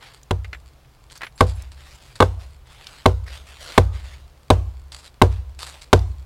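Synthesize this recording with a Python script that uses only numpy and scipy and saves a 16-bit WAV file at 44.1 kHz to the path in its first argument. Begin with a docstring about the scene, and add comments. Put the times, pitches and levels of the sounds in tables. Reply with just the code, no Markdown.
"""A wooden pole is swung eight times against a log wall in bare woods, close to the microphone.
Each blow crushes bark, rings the pole and sets the stacked logs booming; the trees scatter it back,
and the hardest blows overload the microphone. Between them a jacket swishes, dry leaves are scuffed,
sticks clack and a small metal tag tinkles, over still air and a far rumble."""
import sys
import numpy as np
from scipy import signal
from scipy.fft import rfft, irfft
from scipy.io import wavfile
from scipy.ndimage import map_coordinates

SR = 44100
rng = np.random.default_rng(int(sys.argv[2]) if len(sys.argv) > 2 else 0)


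def file_out(sig):
    """Save sig as 16-bit WAV at sys.argv[1]."""
    # one column per channel
    cols = np.atleast_2d(sig).T
    # limit, then scale
    lim = np.clip(cols, -1, 1)
    pcm = np.round(lim * 32767).astype(np.int16)
    wavfile.write(sys.argv[1], SR, pcm)


N = 275625
T = np.arange(N) / SR
RING = T[:int(1.5 * SR)]  # time axis of one event, in seconds

# Spectrum of dry leaves underfoot. Each row: frequency in Hz, level in dB.
LEAF_SPECTRUM = [(300, -6.5), (1000, 3.5), (2200, 1.5), (3200, -0.5), (4600, 7), (6000, -6), (7800, 0.5),
                 (11000, -10), (16000, -29)]


def undb(db):
    """Decibels to gain."""
    return 10 ** (np.asarray(db) / 20)


def fade(t60):
    """Exponential decay, 60 dB down after t60 seconds."""
    return np.exp(-np.log(1000) * RING / t60)


def swell(peak_s):
    """A contact force that peaks and lets go."""
    return (RING / peak_s * np.exp(1 - RING / peak_s)) ** 0.98


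def stroke(length_s, attack_s, release_s):
    """A movement gathers speed, holds and dies away."""
    return np.minimum(RING / attack_s, 1) * np.exp(-np.maximum(RING - length_s, 0) / release_s)


def add(out, s, sound):
    """Mix a sound in at s seconds."""
    i = max(int(s * SR), 0)
    out[i:i + len(sound)] += sound[:N - i]


def colour(x, points, tilt_db=0):
    """Give white noise or clicks a spectrum of (Hz, dB) points, tilted per octave; rms 1."""
    hz, db = np.transpose(points)
    octave = np.log2(np.maximum(np.fft.rfftfreq(len(x), 1 / SR), 1))
    bass_cut_db = 20 * np.minimum(octave - np.log2(hz[0]), 0)
    gain = undb(np.interp(octave, np.log2(hz), db) + tilt_db * octave + bass_cut_db)
    y = irfft(rfft(x) * gain, len(x))
    return y / np.std(y)


def hiss(points, tilt_db=0):
    """Coloured noise as long as one event."""
    return colour(rng.standard_normal(len(RING)), points, tilt_db)


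def grains(per_s, spread_db):
    """Tiny clicks of uneven size at random times."""
    clicks = (rng.random(N) < per_s / SR) * rng.standard_normal(N)
    return clicks * undb(spread_db * np.minimum(rng.exponential(size=N), 4))


def walk(per_s):
    """Random wander, spread near 1."""
    knots = rng.standard_normal(1024)
    return np.interp(T * per_s, np.arange(len(knots)), knots)


def patchy(x, depth_db, per_s, width_hz):
    """Let patches of the spectrum swell and fade at random; rms 1."""
    hz, s, spectra = signal.stft(x, SR, nperseg=512)
    knots = rng.standard_normal((512, 512))
    grid = np.meshgrid(hz / width_hz, s * per_s, indexing="ij")
    db = depth_db * map_coordinates(knots, grid, order=1)
    y = signal.istft(spectra * undb(db), SR)[1][:len(x)]
    return y / np.std(y)


def ring(modes, rise_s, weights_db=0):
    """Decaying modes that build up while the contact lasts."""
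    hz, db, t60 = np.transpose(modes)[:, :, None]
    waves = undb(db + np.reshape(weights_db, (-1, 1))) * fade(t60) * np.cos(2 * np.pi * hz * RING)
    return waves.sum(0) * (1 - np.exp(-RING / rise_s))


def woods():
    """The bed of the place: still air among bare trees over a far rumble."""
    # Spectra of the air and the rumble. Each row: frequency in Hz, level in dB.
    air_spectrum = [(120, -16), (300, -10), (650, -10.5), (1200, -13.5), (1700, -18.5), (4000, -21.5),
                    (7000, -28), (16000, -32)]
    rumble_spectrum = [(20, -6.5), (35, -2.5), (55, 0.5), (90, -14), (130, -3), (170, -19.5), (300, -37.5),
                       (1000, -71.5)]
    air_level = undb(-58.5 + 0.39 * walk(3))
    air = patchy(colour(rng.standard_normal(N), air_spectrum), depth_db=1, per_s=25, width_hz=200)
    rumble = undb(-51.5 + 1.5 * walk(1.3)) * colour(rng.standard_normal(N), rumble_spectrum)
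    return air_level * air + rumble


def jacket(attack_s=0.021, release_s=0.051):
    """Cloth slides over cloth: a fine grain that catches unevenly and swells with each arm stroke."""
    # Spectrum of rubbing cloth. Each row: frequency in Hz, level in dB.
    cloth_spectrum = [(250, -7.5), (600, 3.5), (1500, 4.5), (3200, 4), (4700, 0), (6000, -11.5),
                      (7800, -12), (11000, -18.5), (16000, -30)]
    # Sleeve strokes. Each row: start in seconds, length in seconds, level in dB, treble trim in dB.
    swishes = [(0.0, 0.078, -47, -6), (1.558, 0.076, -52.5, -5), (1.759, 0.19, -54, -0.5),
               (1.843, 0.28, -54.5, 0), (2.39, 0.023, -47.5, -1), (2.44, 0.062, -59.5, 0),
               (2.649, 0.21, -51, -4), (2.86, .15, -50, -2), (3.255, .07, -45.5, -4),
               (3.307, 0.056, -42, -3), (3.449, 0.13, -47.5, -3), (3.593, .17, -43, 0),
               (3.663, 0.034, -37, -5), (3.917, 0.08, -47, -4.5), (4.03, 0.11, -47, -4),
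               (5.3, 0.021, -50, -3), (5.711, 0.043, -45.5, -4)]
    rub = colour(grains(per_s=5000, spread_db=2.5), cloth_spectrum) * undb(1.5 * walk(70))
    rub = patchy(rub, depth_db=3.5, per_s=25, width_hz=300)
    treble = signal.sosfiltfilt(signal.butter(4, 5500, "high", fs=SR, output="sos"), rub)
    body_power, treble_power = np.zeros(N), np.zeros(N)
    for s, length, db, treble_db in swishes:
        level = undb(db) * stroke(length, attack_s, release_s)
        add(body_power, s, level ** 2)
        add(treble_power, s, (undb(treble_db - 6) * level) ** 2)
    return np.sqrt(body_power) * (rub - treble) + np.sqrt(treble_power) * treble / np.std(treble)


def litter():
    """Dry leaves tick faintly here and there underfoot."""
    tick = rng.standard_normal(len(RING)) * fade(0.008)
    ticks = signal.fftconvolve(grains(per_s=45, spread_db=1.5), tick)[:N]
    ticks = colour(ticks, LEAF_SPECTRUM, tilt_db=1.5)
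    return undb(-69) * patchy(ticks, depth_db=3, per_s=30, width_hz=3000)


def leaves(bite_db=2, bite_s=0.008):
    """Each scuff through dry leaves bites at once, crackles while it lasts and dies away."""
    # Scuffs on the ground. Each row: start in seconds, length in seconds, level in dB.
    scuffs = [(0.135, .025, -52), (1.106, .012, -44.5), (1.151, 0.018, -47), (1.377, 0.031, -47),
              (1.467, 0.036, -41.5), (1.715, 0.0087, -47.5), (2.155, 0.007, -42), (4.919, 0.0022, -39.5),
              (4.945, 0.063, -47), (5.029, 0.035, -45.5), (5.588, 0.055, -38), (5.663, 0.032, -39),
              (5.811, 0.025, -46.5)]
    level = np.zeros(N)
    bite = undb(bite_db * np.exp(-RING / bite_s))  # the first leaves to break are the loudest
    for s, length, db in scuffs:
        add(level, s, undb(db) * bite * stroke(length, attack_s=0.001, release_s=0.019))
    crackle = grains(per_s=3500, spread_db=3) * undb(2.5 * walk(130))
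    return level * patchy(colour(crackle, LEAF_SPECTRUM), depth_db=2.5, per_s=29, width_hz=300)


def sticks(contact_cycles=117, rise_s=0.00016):
    """Light hollow clacks: a rough contact and the brief ring of the stick."""
    # Sticks and twigs that clack or snap. Each row: start in seconds, level in dB, centre in Hz.
    clacks = [(0.2317, -38.5, 7160), (0.4458, -29.5, 2230), (0.5304, -25, 2130), (0.547, -33, 2000),
              (0.847, -51, 2600), (1.1, -40.5, 3260), (1.176, -33.5, 6600), (1.209, -31, 1840),
              (1.218, -24, 1950), (1.233, -21.5, 2060), (1.246, -29, 2050), (1.2672, -29.5, 2220),
              (1.622, -35, 7750), (2.843, -38.5, 4500), (2.869, -28.5, 4390), (4.921, -34.5, 3820),
              (5.07, -43, 4000), (5.818, -35, 4740), (5.992, -34.5, 5030)]
    # Modes of a light stick. Each row: multiple of the centre, level in dB, free t60 in seconds.
    stick_modes = [(.55, -6, 0.081), (.69, 2, 0.044), (.82, 3, 0.033), (.95, 2.5, 0.041), (1.14, -2, 0.023),
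                   (2.05, -5, .025)]
    out = np.zeros(N)
    for s, db, hz in clacks:
        t60 = contact_cycles / hz  # thin, high twigs are the briefest
        spectrum = [(hz / 6, -13), (hz / 3, -11), (hz * 0.62, -9), (hz, 0),
                    (hz * 1.52, -10), (hz * 2.76, -24), (hz * 6, -37)]
        contact = hiss(spectrum) * fade(t60)
        weights_db = 2 * rng.standard_normal(len(stick_modes))
        hollow = ring(np.array(stick_modes) * [hz, 1, 1], rise_s, weights_db) * fade(2 * t60)
        add(out, s, undb(db) * (undb(-5) * contact + undb(-9) * hollow))
    return out


def pole(place, pitch, ring_share, place_db=2.5, rise_s=0.0017):
    """The place struck favours some of the pole's modes; grip and pressure retune and damp them."""
    # Modes of the pole and the log it meets. Each row: frequency in Hz, level in dB, free t60 in seconds.
    pole_modes = [(218.3, -24, 0.15), (245.4, -4.5, 0.034), (304, -19.5, .088), (380, -12, 0.12),
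                  (443, -9.5, 0.094), (475.7, -21, 0.13), (493, -13, 0.14), (566, -18.5, 0.11),
                  (631, -10.5, 0.086), (733, -18.5, 0.086), (784, -10, 0.058), (926.6, -6, 0.048),
                  (1015, -11.5, 0.07), (1101, 2.5, 0.025), (1507, -14, .04), (2055, -10, 0.023),
                  (2580, -29.5, .03), (3140, -24, .028), (3580, -23.5, 0.038), (3976, -15, .021)]
    order = np.arange(len(pole_modes)) + 1
    weights_db = place_db * np.cos(2 * np.pi * order * place)
    modes = np.array(pole_modes) * [pitch, 1, ring_share]
    # neighbouring bending modes swing in opposite directions at the free end
    return ring(modes[::2], rise_s, weights_db[::2]) - ring(modes[1::2], rise_s, weights_db[1::2])


def blows(snap_lag_s=0.004):
    """Close by, each blow knocks, crushes bark until it snaps, rings the top log and shakes the wall."""
    # Eight blows and two rebounds. 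Each row: start in seconds, knock, boom, crack and snap gains in dB,
    # place struck along the pole from 0 to 1, pitch ratio, share of the free ring time.
    strikes = [(0.3085, -10, -7, -5.5, -14, 0.47, 0.96, 0.84), (1.4066, 0, -2, 3, -5, 0.13, 1.02, 1),
               (2.2025, 1.5, -4, -0.5, -0.5, 0.05, 1.07, 0.88),
               (2.215, -6.5, -16.5, -39, -35.5, 0.5, 0.99, 0.67),
               (2.2236, 1.5, -22.5, -4.5, -47, 0.28, 1.05, 0.56),
               (3.057, -0.5, -1.5, -4.5, 3, .491, 1, 1.11), (3.7775, 4.5, 0.5, 6.5, 2.5, 0.46, 1, 0.66),
               (4.5022, 4.5, 0, 4.5, -5, 0.1, 0.98, 0.73), (5.2157, 2, 1, -5, 7.5, 0.52, 0.97, 1),
               (5.9293, 6.5, 1, 7, 2.5, 0.2, 0.96, 0.68)]
    # Bending modes of the stacked logs, then the short ring of the top log where the pole lands.
    # Each row: frequency in Hz, level in dB, t60 in seconds.
    wall_modes = [(36, -35.5, 1.2), (50, -33.5, 0.13), (58.33, -12.5, 0.68), (69.3, -21.5, 1.236),
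                  (85.73, -21, 0.62), (91.8, -6.5, 0.4), (140.6, -10, 0.13)]
    top_log_modes = [(171, -21.5, 0.068), (287, -21.5, 0.082), (1307, -21.5, 0.03), (1543, -15, .045),
                     (2215, -15, .025), (3496, -22, .03)]
    # Spectrum of crushed bark. Each row: frequency in Hz, level in dB.
    bark_spectrum = [(150, 3), (400, 0.5), (1000, 1), (1700, -8), (2600, -6), (3600, -3), (5500, -18),
                     (8000, -15), (11000, -22.5), (16000, -37)]
    out = np.zeros(N)
    boom = ring(wall_modes, rise_s=0.0035)
    top_log = ring(top_log_modes, rise_s=0.0025)
    for s, knock_db, boom_db, crack_db, snap_db, place, pitch, ring_share in strikes:
        knock = pole(place, pitch, ring_share) + top_log + ring_share * trees()
        crack = hiss(bark_spectrum) * swell(peak_s=0.0021)
        snap = hiss(bark_spectrum, tilt_db=-2) * swell(peak_s=0.001)
        add(out, s, undb(knock_db) * knock + undb(boom_db) * boom + undb(crack_db - 15) * crack)
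        add(out, s + snap_lag_s, undb(snap_db - 7.5) * snap)
    return out


def trees():
    """Near trunks return a quick scatter of uneven echoes, far ones a faint, longer tail."""
    # Spectrum of the scatter from the trunks. Each row: frequency in Hz, level in dB.
    scatter_spectrum = [(120, 4), (500, 2), (1000, -2.5), (2000, -18.5), (4000, -20.5), (8000, -28),
                        (16000, -44)]
    echoes = colour(grains(per_s=7000, spread_db=-3.5)[:len(RING)], scatter_spectrum)
    tail = patchy(hiss(scatter_spectrum, tilt_db=1.5), depth_db=6.5, per_s=11, width_hz=92)
    near = undb(-18.5) * echoes * fade(0.17)
    far = undb(-39) * tail * fade(0.64)
    return (near + far) * (1 - np.exp(-RING / 0.0017))


def tag(rise_s=0.00052):
    """A small metal tag swings and rings very high; each touch favours its lower or its upper modes."""
    # Touches of the tag. Each row: start in seconds, level in dB, brightness in dB per octave.
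    tinkles = [(.409, -76, 15), (.543, -64, -20), (1.25, -47, 30), (1.357, -48, 5), (1.555, -44.5, 20)]
    # Modes of the tag. Each row: frequency in Hz, level in dB, t60 in seconds.
    tag_modes = [(7540, 0, 0.11), (10700, -12.5, .15), (10900, -6.5, .15), (13380, -26, 0.18)]
    out = np.zeros(N)
    octaves = np.log2(np.array(tag_modes)[:, 0])
    for s, db, tilt_db in tinkles:
        add(out, s, undb(db) * ring(tag_modes, rise_s, tilt_db * (octaves - octaves.mean())))
    return out


def scene():
    """Everything as it reaches one microphone beside the log wall."""
    return (blows() + sticks() + leaves() + litter() + jacket() + tag() + woods())[None]


def record(dry, low_cut_hz=22, top_hz=15900):
    """The microphone sheds the deepest bass and clips on the hardest blows; the top is cut."""
    lean = signal.sosfilt(signal.butter(1, low_cut_hz, "high", fs=SR, output="sos"), dry)
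    clipped = np.clip(lean, -1, 1)
    return signal.sosfilt(signal.ellip(8, 0.2, 70, top_hz, fs=SR, output="sos"), clipped)


dry = scene()
out = record(dry)
file_out(out)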